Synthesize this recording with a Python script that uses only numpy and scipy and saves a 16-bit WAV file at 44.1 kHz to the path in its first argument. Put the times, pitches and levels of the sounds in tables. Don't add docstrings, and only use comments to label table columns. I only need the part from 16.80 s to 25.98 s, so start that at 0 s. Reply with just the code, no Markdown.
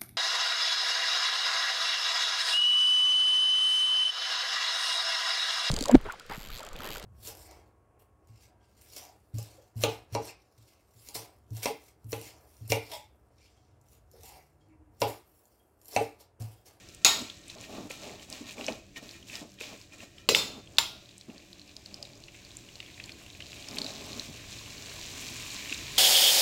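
import sys
import numpy as np
from scipy import signal
from scipy.fft import rfft, irfft
from scipy.io import wavfile
from scipy.ndimage import uniform_filter1d

SR = 44100
rng = np.random.default_rng(int(sys.argv[2]) if len(sys.argv) > 2 else 0)


def wrap_up_sound(samples):
    columns = np.atleast_2d(samples).T
    tamed = np.clip(columns, -1, 1)
    steps = np.round(tamed * 32767).astype(np.int16)
    wavfile.write(sys.argv[1], SR, steps)


def voltage_ratio(level):
    return 10 ** (np.asarray(level, float) / 20)


N = 404838


def level(x, db=0):
    return x * voltage_ratio(db) / np.sqrt(np.mean(x ** 2))


def over_time(s, value):
    return np.interp(np.arange(N) / SR, s, value)


def colour(x, spectrum):
    hz, db = np.transpose(spectrum)
    log_hz = np.log(np.maximum(np.fft.rfftfreq(4096, 1 / SR), 1))
    cepstrum = irfft(np.interp(log_hz, np.log(hz), db) * np.log(10) / 20)
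    cepstrum[1:2048] *= 2
    cepstrum[2049:] = 0
    response = irfft(np.exp(rfft(cepstrum)))
    return signal.fftconvolve(x, response)[:len(x)]


def resonate(x, hz, width):
    return signal.lfilter(*signal.iirpeak(hz, hz / width, SR), x)


def walk(rate):
    hold = int(SR / rate)
    steps = np.repeat(rng.standard_normal(N // hold + 1), hold)
    return 1.3 * uniform_filter1d(uniform_filter1d(steps, hold), hold)[:N]


def grains(rate, spread_db):
    hit = rng.random(N) < rate / SR
    size_db = spread_db * np.minimum(rng.exponential(size=N), 4)
    return hit * rng.choice([-1, 1], N) * voltage_ratio(size_db)


def add(out, s, sound):
    i = int(s * SR)
    out[i:i + len(sound)] += sound[:N - i]


def fade(t, t60):
    return np.exp(-np.log(1000) * t / t60)


def kitchen():
    # hz, t60_s
    room_decay = [(150, 0.52), (700, 0.4), (2000, 0.48), (5000, 0.42), (13000, 0.34)]
    t = np.arange(SR // 2) / SR
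    hz, t60 = np.transpose(room_decay)
    tail = np.zeros(len(t))
    for f in 110 * 2 ** np.arange(0, 7.4, .5):
        band = level(resonate(rng.standard_normal(len(t)), f, f / 3))
        tail += band * np.sqrt(f) * fade(t, np.interp(np.log(f), np.log(hz), t60))
    tail *= 1 - np.exp(-(t / 0.0032) ** 2)
    return tail / np.sqrt(np.sum(tail ** 2))


def sizzle(db):
    # hz, level_db_per_hz
    frying_spectrum = [(410, -32), (700, -19), (1020, -5.5), (1360, -13), (1540, -8), (2080, -5), (2400, 2),
                       (3070, -2.5), (3970, -0.5), (4700, -4), (5080, -4), (7220, -4), (9600, -17.5),
                       (15500, -29)][:-1]
    simmer_db = -61.5
    bubbles = np.zeros(N)
    for hz in 1000 * 2 ** np.arange(0, 4, .5):
        one_size = level(resonate(grains(250, spread_db=3.0), hz, 0.37 * hz))
        bubbles += np.sqrt(hz) * one_size * voltage_ratio(3.6 * walk(18))
    spatter = level(grains(500, spread_db=1.0))
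    steam = rng.standard_normal(N)
    patches = voltage_ratio(1.5 * walk(30))
    frying = patches * (level(bubbles) + voltage_ratio(-8.5) * spatter) + voltage_ratio(2) * steam
    return np.hypot(voltage_ratio(db), voltage_ratio(simmer_db)) * level(colour(frying, frying_spectrum))


def grind(db):
    # pitch_hz, width_hz, level_db
    bowl_modes = [(259.6, 77, 4), (393, 34, -2), (621, 107, 2.5), (770, 135, -6), (1007, 98, -9.5)]
    jolts = level(grains(2500, spread_db=2.5)) * voltage_ratio(1.5 * walk(30))
    body = np.zeros(N)
    for hz, width, db_mode in bowl_modes:
        mode = resonate(resonate(jolts, hz, 2 * width), hz, 2 * width)
        body += level(mode, db_mode) * voltage_ratio(1.5 * walk(12))
    return level(body) * voltage_ratio(db)


def sing(db):
    # pitch_hz, width_hz, level_db
    steel_modes = [(1350, 19, -5), (1850, 19, 0), (2434, 13, -1), (2950, 40, -3), (3780, 15, -10),
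                   (6000, 25, -12.5)]
    rub = rng.standard_normal(N)
    song = np.zeros(N)
    for hz, width, db_mode in steel_modes:
        song += level(resonate(rub, hz, width), db_mode) * voltage_ratio(3 * walk(8))
    return voltage_ratio(db) * song


def burner():
    # hz, level_db_per_hz
    flame_spectrum = [(12, -52), (20, -4), (113, 5), (231, -11), (284, -4.5), (473, -11.5), (716, -14.5),
                      (880, -35), (1800, -22.5), (2340, -52), (3960, -120)]
    # time_s, level_db
    flame_course = [
        [(0.0, -62), (2.53, -64), (2.6, -61)],
        [(2.7, -67.5), (4.024, -59.5), (4.4, -69)],
        [(4.45, -67), (7.37, -58), (8.7, -56.5)],
        [(8.75, -58), (8.85, -60), (8.97, -54)],
        [(8.99, -53), (9.142, -56.5), (9.18, -48)],
    ]
    # pitch_hz, level_db
    hum_lines = [(113.0, -69), (193.8, -66), (290.7, -68), (339.1, -66), (576.0, -73), (726.7, -76.5)]
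    flame_db = 6.0 + over_time(*np.concatenate(flame_course).T)
    flame = level(colour(rng.standard_normal(N), flame_spectrum)) * voltage_ratio(flame_db)
    hum = sum(level(resonate(rng.standard_normal(N), hz, 6.5), db) for hz, db in hum_lines)
    return flame + hum


def bursts(table, cycles, click_db):
    out, t = np.zeros(N), np.arange(SR // 16) / SR
    lengths = cycles * (0.38 + 0.88 * rng.random(len(table)))
    for (s, db, hz), length in zip(table, lengths):
        note = np.sin(2 * np.pi * hz * t * (1.006 + 0.23 * hz * t / length / 4))
        note *= (1 - fade(t, 5.6 / hz)) ** 2 * fade(t, length / hz)
        click = rng.standard_normal(len(t)) * (1 - fade(t, 6.0 / hz)) * fade(t, 2.5 * length / hz)
        for _ in range(2):
            click = resonate(click, 1.01 * hz, 0.76 * hz)
        burst = note / np.abs(note).max() + voltage_ratio(click_db) * click / np.abs(click).max()
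        add(out, s, voltage_ratio(db) * burst)
    return out


def bubbles_and_knocks():
    # start_s, peak_db, pitch_hz
    lone_bubbles = [(0.0882, -39, 5360), (0.1481, -34, 7670), (0.2478, -3.5, 6750), (0.4993, -31, 3290),
                    (0.6374, -43, 3690), (0.6698, -51, 2430), (0.6818, -34.5, 8160), (0.6993, -29, 3910),
                    (0.7841, -39, 4190), (0.8106, -35, 6950), (0.841, -37.5, 2520), (1.1074, -39, 2000),
                    (1.1074, -33.5, 2450), (1.2935, -43, 2040), (1.396, -41, 2970), (1.501, -28, 7560),
                    (1.5269, -25, 4790), (1.6571, -40, 3980), (1.7814, -39, 2340), (1.8103, -30, 2740),
                    (1.8437, -29, 3600), (1.8652, -25, 5350), (1.8826, -22.5, 2410), (1.9235, -34, 4210),
                    (2.16, -44, 2800), (2.1605, -37, 2260), (2.2308, -52, 3820), (2.2917, -33.5, 3780),
                    (2.3106, -36, 4470), (2.427, -43, 3000), (2.4698, -48, 2990), (2.4853, -42, 3810),
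                    (2.4977, -35, 2500), (2.5306, -38, 2500), (2.5546, -28, 5020), (2.7876, -41, 3010),
                    (2.81, -31.5, 2420), (2.8355, -34.5, 2330), (3.014, -41, 4890), (3.1223, -45, 2500),
                    (3.1375, -45, 2450), (3.2036, -39, 2540), (3.3822, -39, 3010), (3.489, -12, 2810),
                    (3.5483, -5.5, 2720), (3.8736, -42.5, 3140), (3.9699, -34, 4290), (3.9843, -2.5, 3680),
                    (4.2577, -46.5, 3830), (4.2911, -43, 3800), (4.3804, -36, 7780), (4.4114, -36.5, 4190),
                    (4.5002, -44, 2620), (4.561, -48, 2490), (4.58, -39.5, 4220), (4.6209, -50, 2660),
                    (4.7027, -50, 2550), (4.7301, -37, 4160), (4.7955, -37, 4220), (4.8157, -37.5, 4150),
                    (4.8778, -42.5, 4900), (4.9661, -30.5, 4900), (5.0599, -32, 4190), (5.1113, -47, 2550),
                    (5.1422, -29, 4810), (5.227, -28, 4810), (5.252, -37, 3810), (5.3338, -40, 4140),
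                    (5.3536, -44, 5060), (5.438, -36.5, 4050), (5.4824, -38.5, 2720), (5.5498, -40.5, 2630),
                    (5.6496, -38.5, 4300), (5.7069, -42, 3620), (5.7159, -39, 3840), (5.7693, -29.5, 7240),
                    (5.8875, -39.5, 2810), (5.9554, -34.5, 4260), (6.0023, -49, 2970),
                    (6.0023, -27.5, 2790), (6.0277, -41, 2270), (6.0621, -42, 3210), (6.113, -49, 3750),
                    (6.1424, -42, 3670), (6.1784, -46, 2390), (6.1993, -31, 2490), (6.2392, -32, 4200),
                    (6.2587, -35, 6980), (6.2931, -35, 3300), (6.2931, -35, 2380), (6.3195, -33.5, 4200),
                    (6.4632, -42, 2720), (6.5016, -35.5, 3600), (6.5321, -41, 3890), (6.549, -43, 2460),
                    (6.6039, -30.5, 2550), (6.6223, -35, 2950), (6.6997, -49, 2540), (6.7306, -32.5, 2820),
                    (6.8249, -31.5, 3810), (6.8423, -35, 2790), (6.8862, -27, 5050), (6.9117, -32, 4860),
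                    (6.9441, -35, 3930), (6.9696, -31, 2500), (6.9845, -18, 4140), (7.017, -20, 4140),
                    (7.0444, -27, 4430), (7.0643, -26.5, 3890), (7.1067, -35, 4180), (7.1596, -34.5, 3830),
                    (7.22, -43, 2350), (7.3307, -30.5, 4050), (7.3961, -22.5, 3980), (7.5567, -47, 2780),
                    (7.7204, -37, 3990), (7.7867, -35, 3980), (7.8605, -38, 2820), (7.9803, -37, 4260),
                    (8.0596, -30.5, 4170), (8.095, -35, 4220), (8.2362, -36.5, 2900), (8.7041, -33, 4210),
                    (8.8952, -32, 2720), (8.9251, -22, 2610), (8.9451, -24.5, 3750), (8.989, -38, 2720),
                    (9.0688, -36, 4000)]
    # start_s, peak_db, pitch_hz
    knocks = [(0.406, -38, 250), (1.102, -41.5, 517), (1.607, -38, 261), (1.883, -28, 592),
              (2.169, -46, 342), (2.613, -42, 207), (2.809, -42, 430), (4.482, -36.5, 240),
              (5.117, -54, 202), (7.483, -41.5, 204), (8.912, -38, 305)]
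    direct = bursts(lone_bubbles, cycles=30.0, click_db=-3) + bursts(knocks, cycles=15.8, click_db=0)
    return direct + voltage_ratio(-14) * signal.fftconvolve(direct, kitchen())[:N]


def beating(hz, t):
    split, turn = rng.random((2, 4, 1))
    tones = np.sin(2 * np.pi * (hz * (1 + .02 * (split - .5)) * t + turn))
    return tones.sum(axis=0) / 2


def clacks():
    # start_s, peak_db, crack_hz, bowl_thump_db, kitchen_db, contact_s
    blows = [
        (0.2473, -3, 6600, -27.5, -6.5, 0.0055),
        (3.489, -6, 2850, -12, -13, 0.0026),
        (3.5474, -15, 2670, -37, -2, 0.0029),
        (3.9832, -9.5, 3830, -38, -12.5, 0.0082),
    ]
    # pitch_hz, level_db, t60_s
    edge_modes = [(702, -7.5, 0.25), (1136, -13.5, 0.28), (1370, -15, 0.63), (1846, -8.5, 0.32),
                  (2210, -16.5, 0.55), (2460, 0.5, 0.13), (2650, -0.5, 0.17), (3760, 0, 0.36),
                  (4030, -9.5, 1.9), (4240, -8.5, 0.54), (4600, -24, 0.81), (4670, -15, 0.68),
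                  (5170, -18, 5.0), (6540, -3.5, 0.2), (6690, -6, 0.4), (6800, -1.5, 0.32),
                  (7450, -7, 0.24), (7730, -10.5, 0.98)]
    flat_modes = [(2520, -5.5, 0.14), (2760, -6.5, 0.14), (3935, -8, 5.0), (4154, -11.5, 0.68),
                  (4942, -8, 0.35), (5540, -22, 0.3), (5950, -10.5, 0.27), (6670, -10, 5.0),
                  (7400, -5, 0.18)]
    bounce_modes = [(956, -5, 0.29), (1350, -8.5, 0.48), (2172, -14, 0.28), (2720, -10, 0.5),
                    (3670, -18, 1.4), (3600, 6, 5.0), (4256, 0, 2.0), (4950, -10, 0.53), (5300, -1.5, 0.28),
                    (6400, -14, 2.9), (6422, -15.5, 0.53), (7101, -3, 0.79), (7500, -6.5, 0.34),
                    (7730, -4.5, 0.37)]
    tap_modes = [(646, -18, 5.0), (926, -5.5, 0.14), (1400, -16, 5.0), (1760, -6, 0.093), (2145, -4, 0.14),
                 (2590, -17.5, 0.45), (3960, -33, 1.8), (4140, -31.5, 5.0), (5050, -10, 0.25),
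                 (6300, -19, 0.34), (6500, -25, 0.65), (7200, -2, 0.2)]
    # hz, level_db_per_hz
    crack_spectrum = [(88, -6.5), (150, -15.5), (695, -4.5), (812, -2.5), (966, 0), (1660, -8),
                      (1830, -23.5), (1980, -4.5), (2450, -4), (3760, 0), (5540, -1), (6600, -13.5),
                      (15500, -32)][:-1]
    longest_ring_s = .45
    out, t = np.zeros(N), np.arange(SR // 2) / SR
    for blow, modes in zip(blows, (edge_modes, flat_modes, bounce_modes, tap_modes)):
        s, db, crack_hz, thump_db, room_db, contact = blow
        chatter = rng.standard_normal(len(t)) * (1 - fade(t, 0.0048)) * fade(t, 4 * contact)
        rattle = colour(chatter, crack_spectrum)
        crack = resonate(rattle, crack_hz, 1.2 * crack_hz) + voltage_ratio(4.5) * rattle
        ring = sum(voltage_ratio(g) * fade(t, min(t60, longest_ring_s)) * beating(hz, t) for hz, g, t60 in modes)
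        ring = ring * (1 - fade(t, 0.0011))
        thump = voltage_ratio(thump_db) * np.sin(2 * np.pi * 480 * t) * (1 - fade(t, 0.0022)) * fade(t, 0.015)
        room = kitchen()
        wash = colour(room, crack_spectrum)
        struck = crack / np.abs(crack).max() + voltage_ratio(-15.5) * ring
        struck = struck + voltage_ratio(room_db) * wash / np.abs(wash).max()
        thump_echo = voltage_ratio(3.0) * signal.fftconvolve(thump, room)[:len(t)]
        add(out, s, voltage_ratio(db) * struck + thump + thump_echo)
    return out


def scene():
    # time_s, sauce_hiss_db, bowl_grinding_db, steel_singing_db
    strokes = [
        [(0.0, -54.5, -63.5, -71), (0.21, -61, -76, -79), (0.235, -59, -70, -69)],
        [(0.38, -45, -45, -58), (0.426, -48, -43.5, -69), (0.6, -59, -78, -69)],
        [(0.62, -59, -68, -69), (0.708, -50.5, -63, -78), (0.75, -54, -67, -81)],
        [(0.76, -60, -51, -81), (0.85, -46.5, -54, -67), (0.88, -54, -55, -75)],
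        [(0.9, -52, -47, -78), (0.97, -48.5, -40, -65), (1.08, -56.5, -49, -83)],
        [(1.09, -61, -63, -70), (1.104, -42.5, -50, -60), (1.2, -52, -56, -59)],
        [(1.22, -50, -53, -61), (1.24, -46.5, -44.5, -62), (1.36, -52.5, -47.5, -73)],
        [(1.38, -56, -55, -73), (1.43, -49.5, -59, -69), (1.48, -60, -65, -82)],
        [(1.49, -53.5, -56, -73), (1.534, -43.5, -49, -67), (1.63, -52, -53, -75)],
        [(1.65, -55, -50, -69), (1.684, -45.5, -57, -61), (1.75, -53.5, -54, -75)],
        [(1.76, -57, -51, -76), (1.786, -46.5, -41, -70), (1.87, -46.5, -50.5, -58)],
        [(1.88, -47, -43, -56), (1.884, -47, -33, -49), (2.0, -58, -56, -71)],
        [(2.02, -67, -63, -78), (2.128, -78, -77, -96), (2.14, -71, -76, -79)],
        [(2.15, -63, -75, -76), (2.17, -41.5, -48.5, -48), (2.21, -62, -60, -68)],
        [(2.23, -51.5, -54, -78), (2.368, -52.5, -63, -61), (2.45, -64, -61, -80)],
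        [(2.46, -58.5, -74, -87), (2.556, -42, -49, -55.5), (2.6, -47, -56, -63)],
        [(2.62, -51, -44, -80), (2.732, -77, -76, -98), (2.77, -76, -73, -85)],
        [(2.78, -76, -89, -62), (2.806, -43.5, -57, -65), (2.95, -50, -48, -64)],
        [(2.97, -54, -59, -78), (3.03, -55.5, -71, -78), (3.1, -73, -72, -96)],
        [(3.11, -73, -65, -81), (3.136, -49.5, -58, -63), (3.18, -62, -58, -77)],
        [(3.19, -53, -65, -70), (3.236, -48, -53, -62), (3.3, -68, -73, -75)],
        [(3.32, -68, -78, -78), (3.398, -57, -76, -61), (3.475, -79, -62, -72)],
    ]
    # time_s, sizzle_db, bowl_grinding_db
    frying = [
        [(3.8, -56, -48.5), (3.826, -73, -70), (3.97, -56, -56)],
        [(4.2, -62.5, -64), (4.428, -64.5, -69), (4.47, -74, -68)],
        [(4.49, -62.5, -51.5), (4.696, -60, -69), (5.0, -62.5, -62)],
        [(5.02, -59, -66), (5.208, -59, -55), (5.5, -62, -66)],
        [(5.52, -59, -66), (5.554, -56, -64), (6.1, -54, -62)],
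        [(6.12, -53.5, -63), (6.552, -54, -62), (6.8, -49, -55)],
        [(6.84, -49, -58), (6.91, -48.5, -44), (7.1, -44, -46.5)],
        [(7.12, -46, -46.5), (7.384, -45, -44.5), (7.45, -43.5, -54)],
        [(7.5, -48.5, -55), (7.688, -47, -58.5), (8.3, -42.5, -55)],
        [(8.4, -41.5, -56), (8.41, -41, -53.5), (9.18, -40.5, -57.5)],
    ]
    stir, fry = np.concatenate(strokes), np.concatenate(frying)
    s, hiss_db, grind_db = np.concatenate([stir[:, :3], fry]).T
    sing_db = np.interp(np.arange(N) / SR, stir[:, 0], stir[:, 3], right=-120)
    friction = grind(over_time(s, grind_db)) + sing(sing_db)
    steady = sizzle(over_time(s, hiss_db)) + friction + burner()
    return (steady + bubbles_and_knocks() + clacks())[None]


def roll_off(x):
    return signal.sosfilt(signal.butter(12, 16460, fs=SR, output="sos"), x)


def record(dry):
    rounded = np.tanh(0.76 * dry) / 0.82
    top_cut = signal.ellip(8, .2, 60, 15850, fs=SR, output="sos")
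    mix = signal.sosfilt(top_cut, rounded)
    return roll_off(mix)


dry = scene()
out = record(dry)
wrap_up_sound(out)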